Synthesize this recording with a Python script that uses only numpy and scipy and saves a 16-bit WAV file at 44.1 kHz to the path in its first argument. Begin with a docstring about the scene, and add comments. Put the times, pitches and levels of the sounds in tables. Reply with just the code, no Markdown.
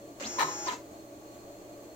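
"""A pen plotter idles in a small room: a cooling fan, mains hum and the hiss of energised coils.
At 0.2 s two stepper motors speed up for a short diagonal move, and their uneven steps rasp.
They settle into a steady whine at multiples of their step rates; midway the frame shudders and
loose fittings chatter. From 0.66 s the motors brake, with more rasp, shudder and chatter,
and the fan, hum and hiss carry on alone."""
import sys
import numpy as np
from scipy import signal
from scipy.fft import rfft, irfft
from scipy.io import wavfile
from scipy.ndimage import uniform_filter1d

SR = 44100
rng = np.random.default_rng(int(sys.argv[2]) if len(sys.argv) > 2 else 0)


def file_out(sig):
    """Save sig as 16-bit WAV at sys.argv[1]."""
    # one column per channel
    cols = np.atleast_2d(sig).T
    # limit, then scale
    lim = np.clip(cols, -1, 1)
    pcm = np.round(lim * 32767).astype(np.int16)
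    wavfile.write(sys.argv[1], SR, pcm)


N = 85995
T = np.arange(N) / SR
BIN_HZ = np.fft.rfftfreq(2 * N, 1 / SR)


def undb(db):
    """Amplitude ratio of a level in decibels."""
    return 10 ** (np.asarray(db) / 20)


def unit(x):
    """Normalisation to an rms of 1."""
    return x / np.sqrt(np.mean(x ** 2))


def pan(db):
    """Level-difference panning: gains that put the left channel db above the right."""
    return undb(np.array([[db], [-db]]) / 2)


def drift(rate_hz):
    """Low-pass noise: a smooth random drift with a spread near 1."""
    span = max(int(SR / rate_hz), 1)
    held = np.repeat(rng.standard_normal(N // span + 1), span)
    return 1.234 * uniform_filter1d(uniform_filter1d(held, span), span)[:N]


def filtered(x, response):
    """Convolution theorem: filtering multiplies the spectrum by a frequency response."""
    return irfft(rfft(x, 2 * N) * response)[..., :N]


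def resonator(x, colour, modes=()):
    """Source and filter: a minimum-phase response of unit energy, with modal peaks on a broad colour."""
    f = np.maximum(BIN_HZ, 1)
    hz, db = np.array(colour).T
    gain = undb(np.interp(np.log(f), np.log(hz), db))
    for centre_hz, width_hz, peak_db in modes:
        detuning = 2 * (f - centre_hz) / width_hz
        gain *= np.sqrt(1 + (undb(peak_db) ** 2 - 1) / (1 + detuning ** 2))
    cepstrum = irfft(np.log(unit(gain)))
    cepstrum[1:N] *= 2  # folding the cepstrum makes the response causal
    cepstrum[N + 1:] = 0
    return filtered(x, np.exp(rfft(cepstrum)))


# coherence of diffuse sound between left and right: frequency_hz, correlation
COHERENCE = [(30, 0.54), (60, 0.52), (130, 0.62), (290, 1), (400, 0.917), (640, 0.8), (1000, -0.01),
             (1410, -0.449), (2500, 0.088), (15000, -0.088)]


def diffuse(pair):
    """Spatial coherence: a diffuse field is alike at two spaced points only at long wavelengths."""
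    hz, correlation = np.array(COHERENCE).T
    alike = np.clip(np.interp(BIN_HZ, hz, correlation), -1, 1)
    mid, side = filtered(pair, np.sqrt([(1 + alike) / 2, (1 - alike) / 2]))
    return np.array([mid + side, mid - side])


def room(x, wet_db, t60_s=.24, gap_s=.0034):
    """Reverberation: diffuse reflections from table and walls decay exponentially."""
    tail = rng.standard_normal((2, N)) * undb(-60 * T / t60_s) * (T > gap_s)
    tail /= np.sqrt(np.sum(tail ** 2, axis=1, keepdims=True))
    return diffuse(undb(wet_db) * filtered(x, rfft(tail, 2 * N)))


# spectrum of fan air, room noise and coil hiss: frequency_hz, gain_db
AIR_COLOUR = [(25, -11.5), (45, -19.5), (66, -5), (90, -7.5), (150, -14.5), (195, -8.5), (250, -9.5),
              (400, -8), (500, -11), (700, -12), (900, -13.5), (1200, -18.5), (1500, -18.5), (3000, -24),
              (5700, -27), (6300, -19), (7600, -21.5), (8500, -29), (12000, -30), (15500, -24.5)]
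# resonances of the housing: centre_hz, width_hz, peak_db
HOUSING_MODES = [(200.2, 20.9, 5), (290.63, 21.16, 9.48), (326.2, 20.7, 10.24), (369.5, 29.3, 7.54),
                 (454, 30.5, 8.42), (568.1, 19.07, 12.56), (604, 18, 7.47), (636.6, 29.8, 8.03),
                 (689.23, 14.2, 13.77), (826.5, 12.9, 7.8), (1133.4, 27.2, 11.4), (1210.5, 8.7, 9.2),
                 (2432, 14.1, 8.8), (4238, 15.4, 9.47), (4291, 20.1, 15.97)]


def fan_and_coils(level_db=-48, flutter_db=.5):
    """Broadband excitation: the noise of fan and coils is coloured by the housing's resonances."""
    noise = diffuse(rng.standard_normal((2, N)))
    air = unit(resonator(noise, AIR_COLOUR, HOUSING_MODES))
    return air * undb(level_db + flutter_db * drift(30.53))


# steady tones of mains and fan: pitch_hz, level_db
HUM_TONES = [(120, -64), (295, -62), (319, -60), (570, -62.5), (607, -61.5)]


def hum():
    """Line spectrum: mains and fan are periodic sources, heard as steady sinusoids."""
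    return sum(undb(db) * np.sqrt(2) * np.sin(2 * np.pi * (hz * T + rng.random()))
               for hz, db in HUM_TONES)


# bouts of rattling: start_s, attack_s, hold_s, release_time_constant_s, level_db
CHATTER_BOUTS = [(0.379, 0.0184, 0.0312, 0.0089, -29), (0.451, 0.0065, 0.0594, 0.0192, -46),
                 (0.668, 0.0153, 0.0048, 0.0099, -34.5), (.70, 0.0089, 0.0244, 0.0088, -46)]
# sharp single impacts within the chatter: time_s, impulse_db
SHARP_TICKS = [(0.396, -7), (0.4068, -8.5), (.4098, -15.5), (0.415, -7), (0.4339, -8.5)]
# broad response of the fittings: frequency_hz, gain_db
FITTING_COLOUR = [(100, -33), (220, -11), (400, -1.5), (800, 1.5), (1400, 2.5), (2300, -1), (3300, -9.5),
                  (5000, -10.5), (6300, -7), (8000, -13.5), (10000, -22.5), (15000, -18.5)]
# resonances of the fittings: centre_hz, width_hz, peak_db
FITTING_RESONANCES = [(1259, 55.4, 10.18), (1636, 11.2, 2.05), (1758.5, 40.5, 12.7), (1946, 47, 6.24),
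                      (2249.6, 18, 7.44), (2963, 62, 6.55), (3299, 61, 7.96), (3830, 94, 8.94),
                      (4041, 25.7, 19), (4411, 52, 10.84), (6123, 110, 4.3)]


def chatter(taps_per_s=3000, scatter_db=.5):
    """Impact excitation: loose fittings tap at random in dense bouts and ring their modes."""
    envelope = np.zeros(N)
    for start, attack, hold, release, db in CHATTER_BOUTS:
        rise = np.clip((T - start) / attack, 0, 1)
        decay = np.exp(-np.maximum(T - start - attack - hold, 0) / release)
        envelope += undb(db) * rise * decay
    taps = (rng.random(N) < taps_per_s / SR) * undb(scatter_db * rng.standard_normal(N))
    taps = envelope * unit(taps * rng.choice([-1, 1], (2, N)))
    for time_s, db in SHARP_TICKS:
        taps[:, int(time_s * SR)] += undb(db) * rng.choice([-1, 1], 2)
    ringing = resonator(diffuse(taps), FITTING_COLOUR, FITTING_RESONANCES)
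    return pan(1.5) * (ringing + room(ringing, wet_db=-7))


def swells(table, pitch_wobble=.0198):
    """Damped resonance: each vibration builds to a peak, then dies away almost exponentially."""
    out = np.zeros(N)
    for start_s, pitch_hz, peak_db, rise_s in table:
        age = np.maximum(T - start_s, 0) / rise_s
        envelope = (age * np.exp(1 - age)) ** 1.006
        hz = pitch_hz * (1 + pitch_wobble * drift(200))
        phase = 2 * np.pi * np.cumsum(hz * (T > start_s)) / SR
        out += undb(peak_db) * envelope * np.sin(phase)
    return out


# low resonances of the frame, excited by the steps: start_s, pitch_hz, peak_db, rise_s
FRAME_BOOMS = [(.2075, 555.8, -38, 0.0084), (.224, 289.5, -36, 0.00563), (.254, 228.9, -41.5, 0.0112),
               (.270, 280, -42, .006), (.425, 158.4, -45.5, 0.0204), (.440, 373.6, -39.5, 0.0125),
               (.475, 399.2, -45.5, 0.0129), (.664, 361, -37.5, 0.00514), (.735, 301, -37, 0.0106)]
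# shudders of the pen holder: start_s, pitch_hz, peak_db, rise_s
HOLDER_SHUDDERS = [(.370, 1003, -40.5, 0.0065), (.3850, 990, -22.5, 0.0045), (.403, 891.2, -25, 0.00536),
                   (.406, 1053, -28.5, 0.0094), (.4212, 937.6, -21, 0.00507), (.443, 1075, -28, 0.00445),
                   (.470, 1065, -37.5, 0.00385), (.483, 1028, -28.5, .005), (.503, 1051, -43, 0.0167),
                   (.668, 1000, -30, 0.00383), (.6825, 1005, -25, 0.00574), (.707, 1008, -32.5, 0.006),
                   (.732, 974, -32.5, 0.00413)]


def frame(right_lag_s=.000224):
    """Structural resonance: the frame booms; the pen holder shudders, placed left by a time difference."""
    boom, shudder = swells(FRAME_BOOMS), swells(HOLDER_SHUDDERS)
    direct = boom + np.array([shudder, np.interp(T - right_lag_s, T, shudder)])
    return direct + room(boom + shudder, wet_db=-12.5)


START_S, RAMP_UP_S, BRAKE_S, RAMP_DOWN_S = .196, .083, .659, .084
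BED_STEP_HZ, HEAD_STEP_HZ = 346.85, 416.75  # full-step rates at full speed


def carriage_speed(creep=.04, bend=1.2):
    """Near-trapezoidal motion, as a share of full speed: jump to a creep, accelerate, cruise, brake."""
    ramp = np.clip(np.minimum((T - START_S) / RAMP_UP_S, 1 - (T - BRAKE_S) / RAMP_DOWN_S), 0, 1)
    return (ramp > 0) * (creep + (1 - creep) * ramp ** bend)


def ramping(speed):
    """Smoothed gate: 1 under acceleration or braking, otherwise 0."""
    return uniform_filter1d(((speed > 0) & (speed < 1)) * 1., size=200)


# spectrum of the rasp on the ramps: frequency_hz, gain_db
RAMP_COLOUR = [(100, -6.5), (250, 3), (450, 2), (800, 4), (1500, 3), (2600, -0.5), (3400, -3.5), (4800, -4),
               (7300, 1), (9300, -25.5), (15000, -19)]
# spectrum of the rasp at full speed: frequency_hz, gain_db
CRUISE_COLOUR = [(100, -5.5), (350, 2), (1100, 0.5), (2000, -5.5), (3500, -12.5), (5000, -8), (7300, -2.5),
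                 (9300, -38), (12000, -21), (15000, -18)]
# resonances of the motor mounts: centre_hz, width_hz, peak_db
MOUNT_RESONANCES = [(1409, 55, 5), (1800, 56, -3), (2099, 48, 7), (2812, 103, 5), (4285, 170, 5),
                    (5450, 70, 1), (6540, 158, 5)]


def step_rasp(speed, microsteps=16, scatter_db=3, ramp_db=-42.5, cruise_db=-47):
    """Irregular impulse train: each microstep jolts the frame differently, most of all on the ramps."""
    step_count = np.floor(np.cumsum(microsteps * BED_STEP_HZ * speed) / SR)
    jolts = np.diff(step_count, prepend=0) * rng.choice([-1, 1], (2, N))
    jolts *= undb(scatter_db * rng.standard_normal(N))
    jolts /= np.sqrt(speed + .028)  # slower steps hit harder
    jolts = diffuse(jolts / np.sqrt(np.mean(jolts[:, speed > 0] ** 2)))
    ramp = ramping(speed)
    rasp = undb(ramp_db) * resonator(jolts * ramp, RAMP_COLOUR, MOUNT_RESONANCES)
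    rasp += undb(cruise_db) * resonator(jolts * (1 - ramp), CRUISE_COLOUR)
    return pan(-.5) * (rasp + room(rasp, wet_db=-2))


def motor_whine(speed, step_hz, tones, ramp_jitter=.05, ramp_boost_db=2.2, shimmer_db=.4, cutoff_hz=243):
    """Forced vibration: the frame radiates multiples of the step rate, unsteady on the ramps."""
    ramp = ramping(speed)
    rate_hz = step_hz * speed * (1 + ramp_jitter * ramp * drift(700))
    cycles = np.cumsum(rate_hz) / SR
    travel = np.cumsum(speed) / np.sum(speed) - .5  # -0.5 to 0.5 over the move
    whine = np.zeros((2, N))
    for multiple, db, pan_db, growth_db, lag_s in tones:
        efficiency = 1 - np.exp(-(multiple * rate_hz / cutoff_hz) ** 4)  # low tones radiate poorly
        gain = efficiency * pan(pan_db) * undb(db + growth_db * travel + shimmer_db * drift(27.4))
        stereo_cycles = multiple * np.array([cycles, cycles - rate_hz * lag_s])
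        whine += gain * np.sqrt(2) * np.sin(2 * np.pi * (stereo_cycles + rng.random()))
    whine *= np.sqrt(speed) * undb(ramp_boost_db * ramp)
    return whine + room(whine, wet_db=-16.5)


# partials of the bed motor: step_rate_multiple, level_db, left_minus_right_db, growth_db, right_lag_s
BED_PARTIALS = [(1, -48.5, 2, -4, 0.000173), (4, -59, 8.5, 7.5, 0.000286), (6, -65, -12.5, -4, 0.000328),
                (8, -72, -3, 6, 0.000414), (10, -90.5, 2, -4.5, 0.00037), (12, -65.5, -6, -3, 0.000341),
                (14, -72, 6.5, -16.5, 0.000345), (15.5, -71.5, 0.5, 5.5, 0.000404),
                (16, -47.5, 0.5, -1.5, 0.0003228), (16.5, -72.5, 7, 4, .00033),
                (18, -54.5, 6.5, -1, 0.000384), (20, -82.5, 0.5, -1, 0.00033), (21, -86, -1, 1.5, 0.00037),
                (22, -69, -14, -2.5, 0.000338)]
# partials of the head motor: step_rate_multiple, level_db, left_minus_right_db, growth_db, right_lag_s
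HEAD_PARTIALS = [(2, -51.5, 0.5, 14.5, 0.000236), (4, -61, -9.5, 4, 0.000474), (6, -68, 12, 1, 0.00015),
                 (8, -71, 9.5, 6, 0.00032), (12, -75.5, -3.5, -5, 0.00028), (14, -71, 1, 10.5, 0.000196),
                 (16, -44.5, 3.5, 1.5, 0.0002542)]


def motors(speed):
    """Fixed frequency ratio: both steppers follow one speed curve, so their pitches glide together."""
    bed = undb(.5) * motor_whine(speed, BED_STEP_HZ, BED_PARTIALS)
    head = undb(-.5) * motor_whine(speed, HEAD_STEP_HZ, HEAD_PARTIALS)
    return bed + head


def scene():
    """Superposition: one move of the carriage adds to the sound of the idling machine."""
    speed = carriage_speed()
    return motors(speed) + fan_and_coils() + hum() + step_rasp(speed) + frame() + chatter()


# treble imbalance of the two microphones: frequency_hz, left_minus_right_db
TREBLE_BALANCE = [(100, 0), (5500, 0), (6300, 5), (7100, -1.5), (7900, -8.5), (9000, -0.5), (11000, -2.5),
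                  (15500, -1)]


def record(dry, top_hz=15800):
    """Frequency response: each microphone colours the treble, and a steep low-pass limits the band."""
    hz, db = np.array(TREBLE_BALANCE).T
    tilt_db = np.interp(BIN_HZ, hz, db) / 2
    coloured = filtered(dry, undb([tilt_db, -tilt_db]))
    return signal.sosfilt(signal.ellip(10, .2, 70, top_hz, fs=SR, output="sos"), coloured)


dry = scene()
out = record(dry)
file_out(out)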